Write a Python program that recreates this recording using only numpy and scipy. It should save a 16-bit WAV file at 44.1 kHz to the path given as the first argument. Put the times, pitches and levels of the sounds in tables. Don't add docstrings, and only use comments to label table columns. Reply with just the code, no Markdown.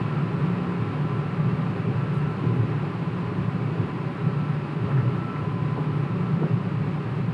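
import sys
import numpy as np
from scipy import signal
from scipy.fft import rfft, irfft, next_fast_len
from scipy.io import wavfile
from scipy.ndimage import uniform_filter1d

SR = 44100
rng = np.random.default_rng(int(sys.argv[2]) if len(sys.argv) > 2 else 0)


def generate_wav(signal):
    frames = np.transpose(np.atleast_2d(signal))
    scaled = np.clip(frames, -1, 1) * 32767
    pcm = np.round(scaled).astype(np.int16)
    wavfile.write(sys.argv[1], SR, pcm)


N = 323253
TIME = np.arange(N) / SR
SIZE = next_fast_len(N, real=True)
FREQ = np.maximum(np.arange(SIZE // 2 + 1) * SR / SIZE, 1)


def from_db(db):
    return 10 ** (np.asarray(db) / 20)


def rms_one(x):
    return x / np.sqrt(np.mean(x ** 2) + 1e-20)


def in_time(rows):
    s, *columns = np.transpose(rows)
    return [np.interp(TIME, s, column) for column in columns]


def colour(points):
    hz, db = np.transpose(points)
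    return from_db(np.interp(np.log(FREQ), np.log(hz), db))


def resonance(hz, width):
    return 1 / (1 + ((FREQ ** 2 - hz ** 2) / (FREQ * width)) ** 2)


def noise(gain):
    spectrum = rfft(rng.standard_normal(SIZE)) * gain
    return rms_one(irfft(spectrum, SIZE)[:N])


def drift(rate_hz):
    return noise(1 / (1 + (FREQ / rate_hz) ** 2))


def steady(x, span_s):
    size = max(int(span_s * SR), 8)
    power = uniform_filter1d(uniform_filter1d(x ** 2, size), size)
    return x / np.sqrt(np.maximum(power, 1e-9))


def hump(s, length):
    return np.exp(-.5 * np.minimum(((TIME - s) / length) ** 2, 100))


def rustles():
    # (time [s], level [dB], length [s])
    bursts = [(2.148, -66.5, .008), (2.180, -67, .009), (2.57, -73, .02)]
    # (frequency [Hz], density [dB per Hz])
    rustle_colour = [(3000, -32), (7000, -4), (9000, 0), (12000, -13), (14000, -28)]
    envelope = sum(from_db(db) * hump(s, length) for s, db, length in bursts)
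    return envelope * noise(colour(rustle_colour))


def boom_dips():
    # (time [s], length [s], change [dB])
    dips = [(0.92, 0.026, -7), (1.234, 0.012, -14), (2.074, 0.013, -3), (2.42, 0.01, -5.5),
            (2.67, .008, -12), (2.92, 0.035, -6), (3.898, 0.026, -8), (4.157, 0.017, -12),
            (4.684, 0.037, -12), (4.89, 0.0065, -5), (5.287, 0.033, -10), (5.763, .008, -6),
            (5.86, 0.0079, -5), (6.397, 0.0058, -7), (7.09, 0.016, -2.5)]
    return sum(db * hump(s, length) for s, length, db in dips)


def whine(hz, level_db):
    wander_hz, flutter = 1.5, .37
    phase = 2 * np.pi * np.cumsum(hz + wander_hz * drift(5.16)) / SR
    in_phase = (1 + flutter * drift(16)) * np.sin(phase)
    quadrature = flutter * drift(26) * np.cos(phase)
    return from_db(level_db) * rms_one(in_phase + quadrature)


def drivetrain():
    # (time [s], speed [turns per s])
    speed = [(0, 29.60), (1.4, 29.72), (2.6, 29.58), (4.4, 29.47), (5.5, 29.47), (7.33, 29.56)]
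    # (time [s], lower level [dB], middle level [dB], upper level [dB])
    hum_levels = [(0, -34, -29, -42), (.25, -47, -32.5, -36.5), (.7, -40, -38.5, -29.5),
                  (1.05, -39, -27.5, -39), (1.5, -36, -34.5, -34.5), (2.1, -39, -34.5, -40),
                  (3.0, -39, -35, -36.5), (3.45, -36, -43, -36), (4.0, -47, -43, -41),
                  (4.3, -48, -32.5, -33.5), (4.55, -49, -27, -44.5), (5.25, -37, -43, -36.5),
                  (5.85, -39.5, -29.5, -43), (6.35, -42, -38, -32.5), (6.75, -44, -35, -37.5),
                  (7.33, -33, -32.5, -40)]
    orders = [4, 5, 6]
    # (time [s], level [dB])
    lower_levels = [(0, -45), (0.35, -56), (.65, -48.5), (1.15, -44.5), (1.35, -50.5), (1.8, -58),
                    (2.35, -45), (2.55, -49), (2.85, -50), (3.4, -48), (3.7, -51), (3.9, -45.5), (4.2, -54),
                    (4.95, -52.5), (5.25, -47), (5.85, -44.5), (6.3, -55), (7.33, -56.5)]
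    middle_levels = [(0, -63), (.7, -54), (1.25, -49.5), (1.65, -49), (2, -60.5), (5.8, -64.5),
                     (6.25, -52.5), (6.9, -67), (7.33, -67)]
    upper_levels = [(0, -58), (0.15, -44.5), (.35, -47.5), (0.55, -51), (0.75, -48.5), (1.55, -49.5),
                    (1.82, -58), (2, -48), (2.3, -46), (2.4, -56), (3, -60), (4.1, -60), (4.28, -49),
                    (4.45, -42.5), (4.6, -52), (4.75, -59), (4.95, -46), (5.07, -50), (5.2, -42),
                    (5.4, -44.5), (5.55, -58), (5.8, -58), (5.95, -49.5), (6.48, -50), (6.65, -68),
                    (7.33, -62)]
    lower_mesh, middle_mesh, upper_mesh = 34.4, 39.45, 45
    waver_db, sway_rad = 1.5, 0.25
    dip_share = .7

    turns_hz, = in_time(speed)
    angle = 2 * np.pi * np.cumsum(turns_hz) / SR
    hum = 0
    for order, level_db in zip(orders, in_time(hum_levels)):
        gain = from_db(level_db + waver_db * drift(4)) * np.sqrt(2)
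        phase = order * angle + sway_rad * drift(1.7) + rng.uniform(0, 2 * np.pi)
        hum = hum + gain * np.sin(phase)
    lower = whine(lower_mesh * turns_hz, *in_time(lower_levels))
    middle = whine(middle_mesh * turns_hz, *in_time(middle_levels))
    upper = whine(upper_mesh * turns_hz, *in_time(upper_levels))
    return hum * from_db(dip_share * boom_dips()) + lower + middle + upper


def rolling():
    # (time [s], level [dB])
    roar_levels = [(0, -34), (.7, -35.5), (2.8, -35.5), (4.7, -36.5), (4.95, -36), (5.7, -36.5),
                   (7.33, -37)]
    # (centre [Hz], width [Hz], rise [dB])
    roar_peaks = [(570, 24, 6), (773, 53, 5.5), (835, 15, 6), (1040, 54, 1.5), (1157, 45, 1.5),
                  (1159, 28, 0.5), (1878, 28, 3.5), (2284, 92, 3), (2553, 67, 4.5), (2690, 34, 4.5)]
    # (frequency [Hz], density [dB per Hz])
    roar_colour = [(20, -13.5), (50, -4.5), (90, 12), (300, 13), (500, 8), (660, 4), (880, 3.5), (960, 8),
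                   (1330, 5.5), (1420, 3.5), (2100, -2.5), (2900, -6), (3300, -12.5), (11000, -70)]
    hiss_colour = [(1500, -20.5), (3000, -4), (3900, 0.5), (4600, -3), (5200, -8), (5900, -14.5),
                   (8500, -16), (10200, -19.5), (11500, -27), (13000, -36), (15000, -58)]
    mean_hiss_db, hiss_follows = -59.5, 0.6

    roar_db, = in_time(roar_levels)
    hiss_db = mean_hiss_db + hiss_follows * (roar_db - roar_db.mean())
    peaks_db = sum(db * resonance(hz, width) for hz, width, db in roar_peaks)
    texture = drift(7.7)
    roar = from_db(roar_db + 0.38 * texture) * noise(colour(roar_colour) * from_db(peaks_db))
    hiss = from_db(hiss_db + 0.36 * texture) * noise(colour(hiss_colour))
    return roar + hiss


def knocks():
    # (time [s], level [dB], decay [s], centre [Hz])
    flaws = [(2.437, -27.5, 0.028, 285), (2.54, -34, .025, 290), (2.635, -29.5, 0.012, 320),
             (3.815, -34, 0.022, 327), (4.889, -36, 0.02, 620), (4.916, -26, 0.017, 268),
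             (4.915, -37.5, 0.014, 1300), (4.975, -37, 0.035, 1280), (5.055, -29, 0.011, 290),
             (5.362, -41, 0.02, 1740), (5.773, -33.5, 0.016, 680), (5.781, -26.5, 0.019, 315),
             (5.8, -37, 0.019, 640), (6.416, -29, 0.04, 334), (6.43, -36.5, 0.019, 1110),
             (6.433, -32, 0.024, 666)]
    attack_s = 0.0018
    out = np.zeros(N)
    for s, db, decay_s, hz in flaws:
        near = np.abs(TIME - s) < .3
        t = TIME[near] - s
        envelope = np.exp(np.where(t < 0, -.5 * (t / attack_s) ** 2, -t / decay_s))
        octave = signal.butter(3, [hz / np.sqrt(2), hz * np.sqrt(2)], "band", fs=SR, output="sos")
        jolt = steady(signal.sosfilt(octave, rng.standard_normal(len(t))), span_s=0.012)
        out[near] += from_db(db) * envelope * jolt
    rubber = signal.butter(4, 2800, fs=SR, output="sos")
    return signal.sosfilt(rubber, out + 1e-18)


def with_surges(boom):
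    # (time [s], length [s], level [dB], pitch [Hz])
    surges = [(.227, 0.015, -21.5, 148), (.429, 0.011, -21, 144), (1.403, 0.012, -20, 163),
              (2.234, 0.0087, -24, 135), (2.467, 0.0078, -18.5, 141), (2.494, 0.0065, -20, 131),
              (2.567, 0.0073, -20.5, 140), (2.598, .012, -17, 119), (2.628, 0.0079, -23.5, 118),
              (4.272, 0.0073, -17, 156), (4.95, 0.015, -17.5, 137.6), (4.995, 0.014, -19, 130),
              (5.072, 0.017, -19.5, 123), (5.813, 0.021, -20, 149), (6.334, 0.0087, -17, 142),
              (6.446, 0.021, -20.5, 152.5)]
    mask_share = 0.84
    swings, taken = 0, 0
    for s, length, db, hz in surges:
        envelope = hump(s, length)
        cycles = hz * (TIME - s) + rng.random()
        swings = swings + from_db(db) * envelope * np.sqrt(2) * np.sin(2 * np.pi * cycles)
        taken = taken + envelope
    return boom * (1 - np.clip(mask_share * taken, 0, 1)) + swings


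def shaken(modes, level_db):
    power = sum((from_db(db) * resonance(hz, width)) ** 2 for hz, width, db in modes)
    return from_db(level_db) * steady(noise(np.sqrt(power)), span_s=0.086)


def body():
    # (time [s], level [dB])
    road = [(0, -25), (1.25, -27.5), (1.9, -25), (3.0, -27), (3.6, -25), (4.05, -27.5), (4.4, -27),
            (4.9, -27.5), (5.27, -25.5), (5.55, -26.5), (6.3, -25), (7.33, -28.5)]
    # (time [s], length [s], deep change [dB], upper change [dB], panel change [dB])
    brief_changes = [(0.21, 0.023, -5, 7.5, 0), (0.674, 0.072, -2.5, -4.5, 3.5), (0.86, 0.049, 7, -10, 1.5),
                     (1.072, 0.13, 1, 0.5, 2.5), (1.5, 0.027, 5, 5.5, 5), (1.895, 0.02, 2, 7.5, 4.5),
                     (1.997, 0.029, 6, 3, -6), (2.127, 0.017, -6, 7, -1), (2.576, 0.085, 4, 3.5, 3.5),
                     (3.294, 0.044, 5.5, -13, 1), (3.49, 0.041, 3, 0, -4.5), (3.82, 0.027, 11, 2.5, 2),
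                     (4.27, 0.018, 5, 4, 3.5), (4.845, 0.03, 8.5, 3.5, 3.5), (5.0, 0.042, 8, 3, 1.5),
                     (5.424, 0.031, 5, -0.5, -2.5), (6.443, 0.028, 4, -2, 6.5), (6.537, 0.025, 8, 4, -0.5),
                     (6.774, 0.021, 6, 0, -5.5), (7.282, 0.034, -1, 6.5, -0.5)]
    # (centre [Hz], width [Hz], level [dB])
    deep_modes = [(83.3, 12, -16), (108.3, 13, -5), (114.9, 9, 0), (124.2, 3.9, 0)]
    upper_modes = [(137.7, 16, -8.5), (146.6, 17, -2.5), (162.7, 8.3, -2), (175.3, 5.4, -6),
                   (188.7, 5.6, -5)]
    panel_modes = [(205.4, 29, 2), (250.4, 39, 1.5), (258, 64, -2.5), (290.4, 9.8, -0.5), (331, 49, -1.5),
                   (375.2, 46, -0.5), (410.3, 12.6, 4), (427.4, 75, -7)]
    deep_share_db, upper_share_db, panel_share_db = -7.5, -3.5, -10

    road_db, = in_time(road)
    change_db = sum(np.outer(steps_db, hump(s, length)) for s, length, *steps_db in brief_changes)
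    deep_db, upper_db, panel_db = road_db + change_db
    dip_db = boom_dips()
    deep_boom = shaken(deep_modes, deep_share_db + deep_db + dip_db)
    upper_boom = shaken(upper_modes, upper_share_db + upper_db + dip_db)
    drone = shaken(panel_modes, panel_share_db + panel_db)
    low_limit = signal.butter(8, 74.4, "high", fs=SR, output="sos")
    return signal.sosfilt(low_limit, with_surges(deep_boom + upper_boom) + drone)


def scene():
    return (rustles() + drivetrain() + rolling() + knocks() + body())[None]


def record(dry):
    return signal.sosfilt(signal.butter(14, 13500, fs=SR, output="sos"), dry)


dry = scene()
out = record(dry)
generate_wav(out)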